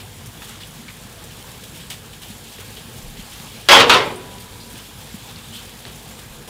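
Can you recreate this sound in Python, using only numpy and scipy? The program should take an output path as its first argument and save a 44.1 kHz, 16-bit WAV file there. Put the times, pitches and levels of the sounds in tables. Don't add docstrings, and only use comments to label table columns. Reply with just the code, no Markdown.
import sys
import numpy as np
from scipy import signal
from scipy.fft import rfft, irfft, next_fast_len
from scipy.io import wavfile
from scipy.ndimage import uniform_filter1d, map_coordinates

SR = 44100
rng = np.random.default_rng(int(sys.argv[2]) if len(sys.argv) > 2 else 0)


def unload_wav(signal):
    wavfile.write(
        sys.argv[1],
        SR,
        np.round(np.clip(np.atleast_2d(signal).T, -1, 1) * 32767).astype(np.int16),
    )


def boost_factor(decibels):
    exponent = np.asarray(decibels, float) / 20
    return 10 ** exponent


N = 286209
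TIME = np.arange(N) / SR
SHORT, LONG = int(.4 * SR), int(1.6 * SR)

# (frequency [Hz], density [dB per Hz])
RUMBLE_SPECTRUM = [(26, -31), (45, -2), (60, 3.5), (70, -10.5), (92, 0), (123, -1), (145, -1.5), (226, -7),
                   (260, -10), (376, -18), (411, -5), (478, -9), (600, -17), (780, -47), (1320, -120)]
# (frequency [Hz], density [dB per Hz])
BODY_SPECTRUM = [(120, -31), (200, 5), (229, 13), (260, -7), (373, -9), (408, -8), (479, -6), (594, -12),
                 (806, -9.5), (1470, -14.5), (1630, -11.5), (2020, -16), (3000, -12), (3900, -39),
                 (6600, -120)]
# (frequency [Hz], density [dB per Hz])
GAP_SPECTRUM = [(1060, -35), (1800, -1), (2680, -3.5), (2920, -2.5), (3340, -0.5), (4250, -5), (6500, -9),
                (8450, -39), (14300, -120)]
# (frequency [Hz], density [dB per Hz])
HISS_SPECTRUM = [(2350, -31), (4000, -1), (6130, -5), (7300, -3), (14200, -8.5), (15400, -7), (16200, -16)]
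# (frequency [Hz], density [dB per Hz])
LID_SPECTRUM = [(1500, -13), (2400, -7.5), (2900, -3.5), (3350, -2), (3900, -6), (4800, -11), (7000, -26)]
EDGES_HZ = (62, 280, 2300, 5200, 20000)
# (frequency [Hz], level [dB], drift [Hz])
HUM = (49, -51.5, 1.38)
# (frequency [Hz], level [dB], width [Hz])
JET_TONES = [(100, -54, 11), (227, -58, 14.5), (477, -64.5, 27), (7140, -73, 120), (10374, -62, 45)]
# (time [s], level around the steady one [dB])
BOILING = [(0, -.5), (.6, -.5), (1.1, 0), (1.7, 0), (2.2, -1), (2.7, 1), (3.1, 0), (3.6, 2), (4.3, -0.5),
           (4.9, 0.1), (5.4, 1), (6.0, 0.55), (6.49, -1.5)]
# (time [s], lid gap level [dB], fine hiss level [dB], t60 [s])
SPITS = [(0, -38.5, -43, 0.14), (.258, -59.5, -39.5, 0.081), (.42, -42.5, -44, 0.49), (.667, -56, -45, .15),
         (1.238, -60.5, -42, 0.086), (1.305, -44, -52, 0.11), (1.635, -40, -41, .11),
         (1.9, -32.5, -35.5, .24), (2.131, -40, -46, .11), (2.216, -40.5, -42.5, 0.39),
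         (2.308, -42.5, -48, 0.13), (2.597, -45, -42, 0.14), (2.765, -38.5, -52, 0.17),
         (3.02, -52, -44, 0.1), (3.169, -43, -47, .15), (3.195, -40.5, -48, 0.12),
         (3.315, -39.5, -45, 0.28), (4.31, -46, -48, 0.34), (4.4, -44, -43, .1), (4.77, -47, -46, .2),
         (5.01, -44, -48, .14), (5.14, -50, -44, .2), (5.286, -42, -54, .1), (5.86, -40, -50, 0.31),
         (5.955, -59, -43, .12), (6.188, -42.5, -42, .096), (6.475, -42, -44, .2)]
# (time [s], lid gap level [dB], fine hiss level [dB], t60 [s])
PUFFS = [(.47, -43, -45, .35), (.52, -48, -54, .2), (.6, -38, -48, 0.17), (1.74, -45, -45, .27),
         (1.79, -43.5, -54, 0.29), (2.28, -44, -44, 0.19), (2.508, -45, -48, .36), (4.745, -43, -51, .48),
         (5.215, -48, -56, .5), (5.365, -42, -59, .19), (5.53, -40.5, -43, 0.25)]

# (time [s], blow level [dB])
LANDINGS = [
    (3.6871, 9),
    (3.8961, 8.5),
]
# (time [s], force level [dB])
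ROCKING = [
    [(3.687, -6.5), (3.72, 3.5), (3.75, -3.5), (3.805, -2.5), (3.818, -15), (3.845, -24), (3.89, -11)],
    [(3.898, -6), (3.92, -4), (3.942, -1.5), (3.96, -9.5), (3.99, -15), (4.12, -30), (4.3, -41.5)],
]
# (frequency [Hz], density [dB per Hz])
SHELF_SPECTRUM = [(35, -51), (60, -27), (118, -10), (200, -16.5), (330, -9), (527, -2.5), (651, -7),
                  (862, -2.5), (1100, -3), (1800, -6.5), (3270, -4), (4030, -9.5), (6500, -20),
                  (16000, -39)]
# (frequency [Hz], t60 [s])
SHELF_DECAY = [(100, 0.82), (280, 0.98), (480, 0.63), (700, 0.27), (1000, 0.27), (3000, 0.21), (6000, 0.16),
               (14000, 0.069)]
# (frequency [Hz], level [dB], t60 [s])
SHELF_MODES = [(225, -12.5, 0.37), (420.7, -4.5, 0.56), (535, -3.5, 0.28), (863, 2.5, 0.2),
               (1093, -0.5, 0.24), (1463, -6, 0.39), (1720, -14, 0.25), (2160, -4, 0.17), (2450, -2, 0.23),
               (2680, -14, 0.25), (2780, -8, 0.23), (3190, 3, 0.29), (3290, -17, 0.25), (3700, -11, 0.28)]
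# (frequency [Hz], level [dB], t60 [s])
TONGS_MODES = [(984, -39, 3.6), (797, -36, 1.3)]

# (time [s], level [dB], centre [Hz], width [octaves], t60 [s])
KNOCKS = [(.42, -37, 1500, .9, 0.081), (.882, -34, 2070, 0.75, 0.12), (1.901, -33.5, 5000, 1.1, .09),
          (2.234, -39, 3000, .6, .02), (2.584, -38.5, 1800, 1.1, 0.06), (3.4, -38, 3200, .72, 0.03),
          (4.383, -36, 3300, .72, .02), (5.36, -36, 4200, .3, .025), (5.852, -31.5, 3000, 0.57, 0.015),
          (5.8522, -36, 1100, 1.2, .03)]
# (time [s], level [dB], centre [Hz], width [octaves], t60 [s])
BUMPS = [(1.901, -39, 1600, 1.3, .22), (2.6, -41, 1300, 0.93, .2), (4.155, -44.5, 9300, .1, .17),
         (5.853, -40, 370, 1.2, 0.34), (4.6, -42, 4300, .27, 0.22), (6.475, -40, 500, 0.65, .2),
         (4.5, -46, 300, 0.39, 0.26), (4.13, -37.5, 350, .8, 0.73), (6.107, -41, 1200, 1.6, 0.049),
         (5.525, -40.5, 3100, 0.1, .45), (5.55, -40.5, 3700, 0.22, .2), (.625, -42, 3000, 0.15, .12),
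         (.49, -43, 1400, 0.96, 0.45), (5.286, -43, 4200, .5, .04)]
# (time [s], peak level [dB], frequency [Hz], length [cycles])
THUDS = [(1.879, -33, 103, 0.99), (2.3, -27.5, 216, 2.8), (2.589, -30, 430, 2.6), (3.192, -25, 181, 1.8),
         (3.399, -30.5, 156, 2.1), (4.739, -28.5, 236, 2.7), (5.142, -22.5, 198, 2.1),
         (5.868, -28, 102, 1.7)]
# (time [s], peak level [dB], hold [s], fall [dB per s])
GUSTS = [(.9, -63, .02, 30), (1.26, -57, .03, 20), (3.017, -44, 0.21, 160), (3.444, -60, .02, 76),
         (3.72, -57, .02, 60), (4.03, -59, 0.026, 110), (4.47, -52, .02, 130), (6.33, -41, .03, 140)]
# (frequency [Hz], density [dB per Hz])
WIND_SPECTRUM = [(12, -60), (22, -4), (30, 0), (45, -3), (90, -40), (200, -120)]

RUMBLE_DB, BODY_DB, GAP_DB, HISS_DB = -43.5, -45.5, -46.5, -46
GAP_FOLLOWS, BODY_FOLLOWS = 1.8, 0.15
SPIT_RISE_S, PUFF_RISE_S = 0.0025, 0.013
FULL_HARD_DB, SOFTENS_PER_DB = -1.5, 0.03
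SECOND_HARDNESS = .65
TONGS_SETTLE_S, TONGS_DAMP_DB_PER_S = 4.78, 40
HARD_RISE_S, SOFT_RISE_S = .0003, .004
CALM_DB, GUST_RISE_S = -73, .07


def grill():
    boil_db, = curves(BOILING)
    flutter = wobble(14) + 0.63 * wobble(35)
    flare_power = np.zeros(N)
    hiss_power = boost_factor(HISS_DB + boil_db + 0.8 * flutter) ** 2
    for rows, rise in ((SPITS, SPIT_RISE_S), (PUFFS, PUFF_RISE_S)):
        for s, gap_db, fine_db, t60 in rows:
            here = slice(round(s * SR), round(s * SR) + SHORT)
            flare_power[here] += swell(s, gap_db, t60, rise) ** 2
            hiss_power[here] += swell(s, fine_db, t60, rise) ** 2
    bubbles = 2.2 * crackle(per_second=150, spread_db=3)

    gap = rush(GAP_SPECTRUM, *EDGES_HZ[2:4], patchy_db=1.06, grain_db=0.0, burst=bubbles)
    out = boost_factor(GAP_DB + GAP_FOLLOWS * boil_db + 0.38 * flutter) * gap
    hiss = rush(HISS_SPECTRUM, *EDGES_HZ[3:5], patchy_db=1.05, grain_db=1.14, burst=bubbles)
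    out += np.sqrt(hiss_power) * hiss
    out += np.sqrt(flare_power) * rush(LID_SPECTRUM, 1000, 9000, patchy_db=.9, grain_db=1.2)
    body = rush(BODY_SPECTRUM, *EDGES_HZ[1:3], patchy_db=1.7, grain_db=0.5)
    out += boost_factor(BODY_DB + BODY_FOLLOWS * boil_db + .4 * flutter) * body
    rumble = rush(RUMBLE_SPECTRUM, *EDGES_HZ[0:2], patchy_db=1.2, grain_db=0.3)
    out += boost_factor(RUMBLE_DB + 1.6 * wobble(12)) * rumble

    hz, db, drift = HUM
    phase = 2 * np.pi * np.cumsum(hz + drift * wobble(8.1)) / SR
    out += boost_factor(db + 1.5 + 1.6 * wobble(5.17)) * np.sin(phase)
    for hz, db, width in JET_TONES:
        tone = filtered(rng.standard_normal(N), lambda f: 1 / (1 + (2 * (f - hz) / width) ** 2))
        out += boost_factor(db + 1.2 * wobble(3.86)) * unit(tone)
    return out


def plate():
    first_s, last_s = LANDINGS[0][0], LANDINGS[-1][0]
    force_db, = curves(np.vstack(ROCKING))
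    hardness = np.clip(1 + SOFTENS_PER_DB * (force_db - FULL_HARD_DB), 0, 1)
    hardness *= np.where(TIME > last_s, SECOND_HARDNESS, 1)
    contacts = unit(crackle(per_second=1500, spread_db=2.5)) * boost_factor(force_db - 19.5) * (TIME > first_s)
    soft = signal.lfilter([.2], [1, -.8], contacts)
    force = hardness * contacts + (1 - hardness) * soft
    for s, db in LANDINGS:
        force[round(s * SR)] += boost_factor(db)

    out = np.zeros(N)
    stay = int(.042 * SR)
    for start in range(int(3.685 * SR), int(4.35 * SR), stay):
        out[start:][:SR + stay - 1] += signal.fftconvolve(force[start:][:stay], steel())
    settled = np.maximum(TIME[:LONG] + last_s - TONGS_SETTLE_S, 0)
    out[round(last_s * SR):][:LONG] += ring(TONGS_MODES) * boost_factor(-TONGS_DAMP_DB_PER_S * settled)
    return out


def steel():
    noise = filtered(rng.standard_normal(SR), lambda f: boost_factor(along(SHELF_SPECTRUM, f)))
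    hz, t, z = signal.stft(noise, SR, nperseg=256)
    decay = along(SHELF_DECAY, hz)[:, None]
    dense = signal.istft(z * boost_factor(-60 * t / decay) / np.sqrt(decay), SR, nperseg=256)[1][:SR]
    strong = [(f, db + 1.7 * rng.standard_normal(), t60) for f, db, t60 in SHELF_MODES]
    return boost_factor(15.5) * dense / np.linalg.norm(dense) + boost_factor(-30.0) * ring(strong)[:SR]


def ring(modes):
    t = TIME[:LONG]
    return sum(boost_factor(db - 60 * t / t60) * np.sin(2 * np.pi * hz * t) for hz, db, t60 in modes)


def knocks():
    out = np.zeros(N)
    contacts = [(*k, HARD_RISE_S) for k in KNOCKS] + [(*b, SOFT_RISE_S) for b in BUMPS]
    for s, db, hz, octaves, t60, rise in contacts:
        band = lambda f: np.exp(-.5 * (np.log2((f + 1) / hz) / octaves) ** 2)
        shape = swell(s, db, t60, rise)
        impulse = TIME[:len(shape)] == TIME[30]
        blow = -np.gradient(filtered(impulse, lambda f: band(f) * hz / (f + hz / 4)))
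        blow *= boost_factor(db + 15.5 - 19000 * rise) / blow.max()
        resonance = unit(filtered(rng.standard_normal(len(shape)), band))
        out[round(s * SR):][:SHORT] += blow + shape * resonance
    return out


def thuds():
    out, t = np.zeros(N + SR), TIME[:SHORT]
    for s, db, hz, cycles in THUDS:
        u = t * hz / cycles
        out[round(s * SR):][:len(t)] += boost_factor(db + 15.0) * u * np.exp(-3 * u) * np.sin(2 * np.pi * hz * t)
    return out[:N]


def breeze():
    size = boost_factor(CALM_DB + 2.5 * wobble(3.5))
    for s, db, hold, fall in GUSTS:
        arrival = np.clip(1 + (TIME - s) / GUST_RISE_S, 0, 1) ** 2
        size += boost_factor(db - fall * np.maximum(TIME - s - hold, 0)) * arrival
    return size * rush(WIND_SPECTRUM, 10, 200, patchy_db=-2.5, grain_db=5.0)


def rush(spectrum, lo_hz, hi_hz, patchy_db, grain_db, burst=0):
    z = signal.stft(rng.standard_normal(N) + burst, nperseg=512)[2]
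    field = uniform_filter1d(rng.standard_normal(z.shape), size=7, axis=0)
    field = uniform_filter1d(field, size=8, axis=1)
    x = signal.istft(z * boost_factor(patchy_db * unit(field)), nperseg=512)[1][:N]
    band = lambda f: 1 / np.sqrt((1 + (lo_hz / (f + 1)) ** 16) * (1 + (f / hi_hz) ** 16))
    return unit(filtered(x * boost_factor(grain_db * wobble(220)), lambda f: boost_factor(along(spectrum, f)) * band(f)))


def crackle(per_second, spread_db):
    chance = rng.random((N, 2))
    happens = chance[:, 0] < per_second / SR
    size = boost_factor(-spread_db * np.log(chance[:, 1] + 0.0021))
    return happens * size * np.sign(rng.random(N) - .5)


def swell(s, db, t60, rise):
    t = np.maximum(TIME - s, 0)[round(s * SR):][:SHORT]
    shape = boost_factor(-60 * t / t60) * (1 - np.exp(-t / rise))
    return boost_factor(db) * shape / shape.max()


def wobble(rate):
    return map_coordinates(rng.standard_normal(2000), [TIME * rate])


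def filtered(x, gain):
    m = next_fast_len(len(x) + 8192)
    return irfft(rfft(x, m) * gain(np.fft.rfftfreq(m, 1 / SR)), m)[:len(x)]


def along(points, hz):
    f, v = np.transpose(points)
    return np.interp(np.log(hz + 1), np.log(f + 1), v)


def curves(rows):
    s, *cols = np.transpose(rows)
    return [np.interp(TIME, s, c) for c in cols]


def unit(x):
    return x / np.sqrt(np.mean(x ** 2) + 1e-20)


def scene():
    return (grill() + plate() + knocks() + thuds() + breeze())[None]


def roll_off(x):
    return signal.sosfilt(signal.butter(12, 15780, fs=SR, output="sos"), x)


def record(dry):
    limited = filtered(dry[0], lambda f: 1 / (1 + (f / 15780) ** 80))[None]
    top, hard = 1.025, 14.0
    mix = limited / (1 + np.abs(limited / top) ** hard) ** (1 / hard)
    return roll_off(mix)


dry = scene()
out = record(dry)
unload_wav(out)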